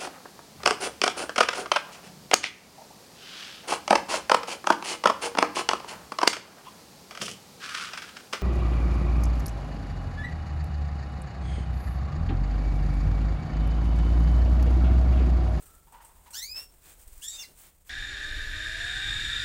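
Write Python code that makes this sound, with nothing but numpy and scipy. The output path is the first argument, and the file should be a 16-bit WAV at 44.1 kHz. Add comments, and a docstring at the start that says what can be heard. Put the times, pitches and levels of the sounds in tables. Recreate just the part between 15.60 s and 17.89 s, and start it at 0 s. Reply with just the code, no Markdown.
"""Canaries in a flight cage in a small room. Shaped noise gives hiss, rumble and rustling plumage throughout;
faint frequency-modulated whistles sound far off, feet tick on the wires and a struck resonator knocks.
A hoarse call of summed harmonics then rises and clears into a whistle; three wing beats push the air.
A level call follows, sung with both sides of the syrinx, each a rough harmonic source, and a sum tone;
a soft bump of dull noise comes near its end. Reflections and a diffuse tail surround the calls."""
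import sys
import numpy as np
from scipy import signal
from scipy.fft import rfft, irfft
from scipy.io import wavfile

SR = 44100
rng = np.random.default_rng(int(sys.argv[2]) if len(sys.argv) > 2 else 0)


def digitize_waveform(pressure):
    """Quantize a signal to 16-bit integers and store it at the path in sys.argv[1].

    Rows of a 2-D input are taken as channels; values are limited to [-1, 1].
    """
    field = np.atleast_2d(pressure).T
    bounded = np.clip(field, -1, 1)
    quanta = np.round(bounded * 32767).astype(np.int16)
    wavfile.write(sys.argv[1], SR, quanta)


N = 101165


def undb(db):
    """Logarithmic level: decibels to amplitude gain."""
    return 10 ** (np.asarray(db) / 20)


def clock():
    """Uniform sampling: the time of every sample in seconds."""
    return np.arange(N) / SR


def track(points):
    """Linear interpolation of (t/s, value) points at every sample."""
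    return np.interp(clock(), *np.array(points).T)


def noise(gain):
    """Spectral shaping: white noise weighted by gain(f/Hz), then scaled to rms 1."""
    hz = np.arange(N // 2 + 1) * SR / N + 1  # the 1 Hz offset avoids log(0)
    y = irfft(rfft(rng.standard_normal(N)) * gain(hz), N)
    return y / y.std()


def coloured(points):
    """Spectral density: rms-1 noise with (f/Hz, density/dB) points, falling away under the first."""
    hz, db = np.array(points, float).T

    def gain(f):
        return undb(np.interp(np.log(f), np.log(hz), db)) * np.minimum(f / hz[0], 1) ** 2

    return noise(gain)


def wander(hz):
    """Low-pass random modulation: rms-1 motion, mostly slower than the given rate."""
    return noise(lambda f: 1 / (1 + (f / hz) ** 2))


def swell(at, half):
    """Gaussian envelope: smooth rise and fall around a moment."""
    return np.exp(-((clock() - at) / half) ** 2)


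def burst(start, rise, decay):
    """Damped transient: quick linear rise, exponential decay."""
    age = np.maximum(clock() - start, 0)
    return np.minimum(age / rise, 1) * np.exp(-np.maximum(age - rise, 0) / decay)


# spectrum of the hiss: f/Hz, relative density/dB
HISS_SPECTRUM = [(130, -5), (220, -9.5), (400, -9), (800, -11.5), (1500, -17), (3000, -20), (5500, -23),
                 (8500, -11), (11000, -20), (15500, -13)]
# course of the hiss: t/s, level/dB
HISS_LEVEL = [(0, -56), (.18, -60.5), (.24, -62), (.32, -60), (.6, -61), (1.15, -60.5), (1.9, -61),
              (2.1, -61), (2.16, -65), (2.29, -65.5)]
# spectrum of the rumble: f/Hz, relative density/dB
RUMBLE_SPECTRUM = [(12, -14.5), (28, -2), (42, -0.5), (52, -10), (80, -6), (110, -30), (150, -17),
                   (220, -31.5), (500, -45)]
# course of the rumble: t/s, level/dB
RUMBLE_LEVEL = [(0, -59), (2.29, -61.5)]


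def background():
    """Stationary noise with slow level modulation: wavering hiss and low rumble of the room."""
    hiss = coloured(HISS_SPECTRUM) * undb(track(HISS_LEVEL) + 1.85 * wander(34))
    rumble = coloured(RUMBLE_SPECTRUM) * undb(track(RUMBLE_LEVEL))
    return hiss + rumble


# faint whistles of other birds: start t/s, end t/s, f/Hz, level/dB
FAR_WHISTLES = [(-.2, 0.304, 1340, -70), (0.967, 0.976, 3160, -58), (1.003, 1.007, 3995, -54)]


def far_birds():
    """Frequency and amplitude modulation: faint wavering whistles from other cages."""
    flutter = undb(3.8 * wander(31))
    wavering_time = np.cumsum(1 + 0.033 * wander(88)) / SR
    y = np.zeros(N)
    for start, end, hz, db in FAR_WHISTLES:
        envelope = swell((start + end) / 2, (end - start) / 2)
        y += undb(db) * envelope * np.sin(2 * np.pi * hz * wavering_time)
    return np.sqrt(2) * flutter * y


# spectrum of rubbing feathers: f/Hz, relative density/dB
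FEATHER_SPECTRUM = [(1500, -5.5), (3000, -10), (5500, -6.5), (7000, -0.5), (8400, 6), (10000, -1),
                    (12500, -3), (15500, 4)]


def feather_hiss():
    """Friction noise: many small contacts give a hiss with a grainy, fluctuating level."""
    return coloured(FEATHER_SPECTRUM) * undb(2.2 * wander(370))


# duller part of the rustle: f/Hz, relative density/dB
BODY_SPECTRUM = [(100, -21), (250, -3), (700, -1), (1400, -1), (2600, -1.5), (4000, -4), (8000, -11.5)]
# swells of rustling: peak t/s, rise/s, fall/s, level/dB, body level/dB (re 10 dB below the hiss)
RUSTLE_EVENTS = [(.03, 0.12, 0.023, -61.5, 2), (0.42, 0.0095, 0.019, -56.5, -6),
                 (0.673, 0.015, 0.032, -62, 11), (0.971, 0.018, 0.061, -47.5, 7),
                 (1.027, 0.0054, 0.023, -54, -29), (1.287, 0.056, 0.062, -51, 3.5),
                 (1.41, 0.023, 0.034, -54.5, -3), (1.56, 0.094, 0.22, -57, 0.5),
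                 (1.744, 0.021, 0.062, -54.5, 3.5), (1.821, 0.041, 0.043, -49.5, 1.5),
                 (1.91, 0.035, 0.027, -60, 0.5), (1.995, .025, 0.051, -50, -2.5),
                 (2.057, 0.024, 0.053, -58, 6), (2.283, 0.027, .03, -54.5, 0.5)]


def rustles():
    """Friction noise under asymmetric Gaussian envelopes: swells of rustling feathers."""
    t, y = clock(), np.zeros(N)
    hiss, body = feather_hiss(), coloured(BODY_SPECTRUM)
    for at, rise, fall, db, body_db in RUSTLE_EVENTS:
        envelope = swell(at, np.where(t < at, rise, fall))
        y += undb(db) * envelope * (hiss + undb(body_db - 10) * body)
    return y


# spectrum of a scratch on wire: f/Hz, relative density/dB
WIRE_SPECTRUM = [(1000, -3.5), (4000, -15), (7000, -7), (8400, 7), (10000, -6.5), (15500, -5.5)]
# feet on the wires: t/s, level/dB, decay/s
FOOT_TICKS = [(.022, -48.5, 0.0058), (0.056, -52, 0.03), (0.149, -53, 0.0068), (0.322, -53.5, 0.0094),
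              (0.447, -50.5, 0.03), (0.705, -48, 0.021)]


def ticks():
    """Impulsive excitation: feet scratch the wires in bright decaying bursts."""
    envelope = sum(undb(db) * burst(at, 0.0016, decay) for at, db, decay in FOOT_TICKS)
    return coloured(WIRE_SPECTRUM) * envelope


# resonances of the hollow object: f/Hz, bandwidth/Hz, relative level/dB
HOLLOW_MODES = [(932, 72, 10), (1470, 64, -16), (1960, 76, -19), (2870, 190, -17.5)]
# hollow knocks: t/s, level/dB
KNOCK_EVENTS = [(0.268, -61), (0.322, -54), (0.339, -56), (.38, -63.5), (0.402, -55), (0.488, -61.5),
                (0.556, -64.5), (.595, -69), (0.658, -55), (0.724, -65)]
KNOCK_RISE_S, KNOCK_DECAY_S = 0.0039, 0.047


def knocks():
    """Modal resonance: noise shaped by resonance curves decays after each dull, hollow knock."""
    def resonances(f):
        return sum(undb(db) / np.hypot(1, (f * f - hz * hz) / (f * width)) for hz, width, db in HOLLOW_MODES)

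    envelope = sum(undb(db) * burst(at, KNOCK_RISE_S, KNOCK_DECAY_S) for at, db in KNOCK_EVENTS)
    return noise(resonances) * envelope


# colour of throat and beak: f/Hz, gain/dB
THROAT_GAIN = [(1400, 3.5), (2100, 0.5), (2700, -1.5), (3600, -1), (5200, 2.5), (6500, 2.5), (7600, -0.5),
               (9500, -7), (12500, 1), (15000, 7.5)]
ATTACK_S, RELEASE_S = 0.0082, 0.0034  # a membrane starts and stops
JITTER, JITTER_HZ, SHIMMER = 0.0118, 301, 0.35  # jitter and shimmer are shares at full roughness
RASP_HZ = 490  # rate of the unevenness of single cycles
RASP_FROM_HZ, RASP_FULL_HZ = 3540, 7000  # it frays the overtones more and more between these


def syrinx(table, partials_db, air, air_db, fray, order):
    """Source-filter principle: an unsteady membrane's harmonics and rushing air, coloured by the throat.

    Overtones above order follow the brightness column; fray is the phase unevenness in radians.
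    Returns sound, phase and strength.
    """
    t, cols = clock(), np.array(table, float).T
    hz, db, bright, rough = (np.interp(t, cols[0], c) for c in cols[1:5])
    rough = np.clip(rough, 0, 1)
    attack = np.clip((t - cols[0, 0]) / ATTACK_S, 0, 1)
    release = np.clip((cols[0, -1] - t) / RELEASE_S, 0, 1)
    gain = undb(db) * attack * release
    phase = 2 * np.pi * np.cumsum(hz * (1 + JITTER * rough * wander(JITTER_HZ))) / SR
    y = undb(air_db + bright) * rough * coloured(air)
    shimmer = 1 + SHIMMER * rough * wander(280)
    rasp = fray * rough * noise(lambda f: 1 / (1 + (f / RASP_HZ) ** 4))
    for k, part_db in enumerate(partials_db, 1):
        throat_db = np.interp(k * hz, *np.array(THROAT_GAIN).T)
        fraying = (k * hz / RASP_FROM_HZ) ** 2 / (1 + (k * hz / RASP_FULL_HZ) ** 2)
        wave = np.sin(k * phase + (k > 1) * rasp * fraying)  # the fundamental is spared
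        audible = k * hz < SR / 2  # no aliasing
        y = y + np.sqrt(2) * undb(part_db + throat_db + bright * (k > order)) * wave * audible
    return gain * shimmer * y, phase, gain


# rising call: t/s, pitch f/Hz, level/dB, upper overtones and air level/dB, roughness (clipped to 0-1)
RISING_TRACK = [(.727, 1385, -72, 11, .8), (.745, 1421, -50.5, 3.5, 1.2), (.755, 1570, -46.5, 0.5, 1.1),
                (.773, 1782, -50, 4, 0.94), (.798, 1833, -45, 0.5, 0.87), (.814, 1935, -49.5, -5, 0.7),
                (.826, 2035, -39.5, -2, .33), (.845, 2188, -42.5, -4.5, 0.23), (.872, 2330, -52, -2, 0.5),
                (.9, 2458, -45.5, -10.5, 0.12), (.925, 2515, -42.5, -11, 0.13), (.95, 2583, -48, -24, .05),
                (.973, 2627, -38.5, -17, 0), (1.004, 2748, -47.5, -6.5, 0.01), (1.038, 2740, -52, -15, .12)]
# its harmonics, from the first up: relative level/dB
RISING_HARMONICS = [-8, 0, -1, -1, -3.5, -8.5, -11, -12, -8, -19]
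# its rushing air: f/Hz, relative density/dB
RISING_AIR = [(800, -19), (2500, -25), (4000, -14), (6500, -13), (8500, -14), (11000, -21), (15500, -46)]


def rising_call():
    """Harmonic source with falling roughness: a hoarse upward glide clears into a whistle."""
    return syrinx(RISING_TRACK, RISING_HARMONICS, RISING_AIR, air_db=-5, fray=.45, order=2)[0]


# spectrum of the puffs: f/Hz, relative density/dB
PUFF_SPECTRUM = [(6500, -3), (8300, 2.5), (10000, -2), (12800, -6), (15500, -15)]
# air forced out as each call starts: t/s, half length/s, level/dB
PUFF_EVENTS = [(0.742, 0.015, -49), (1.643, 0.022, -42)]


def onset_puffs():
    """Turbulent flow: a brief swell of air noise as each call starts."""
    envelope = sum(undb(db) * swell(at, half) for at, half, db in PUFF_EVENTS)
    return coloured(PUFF_SPECTRUM) * envelope


# near reflections from floor and walls: delay t/s, level/dB
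REFLECTIONS = [(.0031, -24), (.0074, -10.5), (.0135, -11), (.023, -19)]
# colour of the diffuse tail: f/Hz, relative density/dB
TAIL_SPECTRUM = [(2800, -4), (5400, -3.5), (15000, -11.5)]
ROOM_T60_S, ROOM_DB, ROOM_GAP_S = .22, -11.5, .004


def room(x):
    """Reverberation: a few near reflections, then convolution with exponentially decaying noise."""
    t = clock()
    tail = coloured(TAIL_SPECTRUM) * np.exp(-np.log(1000) * t / ROOM_T60_S) * (t > ROOM_GAP_S)
    tail /= np.linalg.norm(tail)  # unit energy
    near = sum(undb(db) * np.pad(x, (int(lag * SR), 0))[:N] for lag, db in REFLECTIONS)
    return x + near + undb(ROOM_DB) * signal.fftconvolve(x, tail)[:N]


# wing beats: t/s, swish level/dB, gain of the push of air/dB
BEAT_EVENTS = [(1.476, -49, -39), (1.529, -51, -38.5), (1.578, -51.5, -39.5)]
SWISH_S, PUSH_S, REFILL_S = 0.0096, 0.006, 0.04


def wing_beats():
    """Displacement flow: each beat swishes and pushes air at the microphone as a balanced pressure pulse."""
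    y, hiss = np.zeros(N), feather_hiss()
    for at, db, push_db in BEAT_EVENTS:
        push = swell(at, REFILL_S) * PUSH_S / REFILL_S - swell(at, PUSH_S)  # zero net area
        y += undb(db) * burst(at, 0.001, SWISH_S) * hiss + undb(push_db) * push
    return y


# The three tracks below: t/s, pitch f/Hz, level/dB, upper overtones and air level/dB, roughness (0-1)
# lower side of the syrinx, opening slide that beats against the upper side
SLIDE_TRACK = [(1.612, 2688, -68, -10, 0.27), (1.619, 2746, -50.5, -22, .3), (1.631, 3130, -49.5, -26, .6),
               (1.664, 3430, -45, -18, 0.6), (1.677, 3460, -62, -14, .3)]
# upper side
UPPER_TRACK = [(1.616, 2816, -70, -6, 0.24), (1.628, 3335, -50, -8, 0.25), (1.645, 3526, -48.5, 2, 0.2),
               (1.675, 3610, -53, 6.5, 0.28), (1.685, 3769, -45, 15.5, 0.02),
               (1.696, 3717, -53, 11.5, 0.65), (1.725, 3730, -46, 1, 0.56), (1.763, 3666, -49.5, 1.5, 0.7),
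               (1.779, 3674, -55.5, 3, 0.2), (1.796, 3522, -42.5, -12, 0.44), (1.807, 3570, -56, -5, 0.4),
               (1.827, 3526, -56, -10, 0.3), (1.834, 3500, -82, -14, .3)]
# lower side, closing note
LOWER_TRACK = [(1.71, 2200, -69, 7, .6), (1.757, 2480, -68.5, 13.5, 0.47), (1.776, 2680, -59, -14, .5),
               (1.8, 2809, -45, -4.5, 0.33), (1.822, 2767, -44.5, -4.5, 0.18), (1.83, 2476, -61, 14, .45),
               (1.838, 2122, -47, -3, 0.27), (1.854, 1940, -61, 5, .25)]
# harmonics of the upper side, from the first up: relative level/dB
UPPER_HARMONICS = [2, -1, -16.5, -33]
# harmonics of the lower side, from the first up: relative level/dB
LOWER_HARMONICS = [-1, 0, -8, -17]
# rushing air of the level call: f/Hz, relative density/dB
LEVEL_AIR_SPECTRUM = [(2500, -19), (4200, -6.5), (5700, -14), (7200, -2), (8500, -12), (11000, -17)]
# lines at 0.5, 1.5 and 2.5 times the upper pitch: relative level/dB
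HALF_LINES = [-6.5, -5, -35]
# course of these half-pitch lines: t/s, gain/dB
HALF_LEVEL = [(1.63, -4.5), (1.696, -6), (1.725, -23)]
SUM_TONE_DB = 2.5


def level_side(table, partials_db):
    """Source-filter principle: one side of the syrinx in the level call, with its air and rasp."""
    return syrinx(table, partials_db, LEVEL_AIR_SPECTRUM, air_db=-4, fray=1.1, order=1)


def two_voiced_call():
    """Beating, period doubling and a sum tone: both sides start close and buzz; later the lower returns."""
    slide = level_side(SLIDE_TRACK, LOWER_HARMONICS)[0]
    upper, upper_phase, upper_gain = level_side(UPPER_TRACK, UPPER_HARMONICS)
    lower, lower_phase, lower_gain = level_side(LOWER_TRACK, LOWER_HARMONICS)
    cols = np.array(UPPER_TRACK).T
    bright = np.interp(clock(), cols[0], cols[3])
    half_db = track(HALF_LEVEL)
    slip = .5 * wander(210)  # phase wander in radians
    halves = np.zeros(N)
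    for k, db in enumerate(HALF_LINES):
        halves += undb(db + half_db + bright * (k > 0)) * np.sin((k + .5) * upper_phase + slip)
    sum_tone = undb(SUM_TONE_DB) * np.sqrt(upper_gain * lower_gain) * np.sin(upper_phase + lower_phase)
    return upper + lower + slide + np.sqrt(2) * upper_gain * halves + sum_tone


# soft dull bump: t/s, half length/s, level/dB
BUMP_EVENT = (1.9, 0.042, -63.5)
# its spectrum: f/Hz, relative density/dB
BUMP_SPECTRUM = [(110, 0), (420, -7), (900, -16), (2500, -30)]


def bump():
    """Low-frequency noise under a Gaussian envelope: one soft bump."""
    at, half, db = BUMP_EVENT
    return undb(db) * swell(at, half) * coloured(BUMP_SPECTRUM)


def scene():
    """Superposition: both calls in the room, with the small noises of the cages."""
    calls = room(rising_call() + onset_puffs() + two_voiced_call())
    plumage = rustles() + wing_beats()
    cage = ticks() + knocks() + bump()
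    return (background() + far_birds() + plumage + cage + calls)[None]


def record(dry):
    """Band limiting: the recorder's steep elliptic low-pass cuts the top."""
    top_hz = 15750
    return signal.sosfilt(signal.ellip(10, .2, 70, top_hz, fs=SR, output="sos"), dry)


dry = scene()
out = record(dry)
digitize_waveform(out)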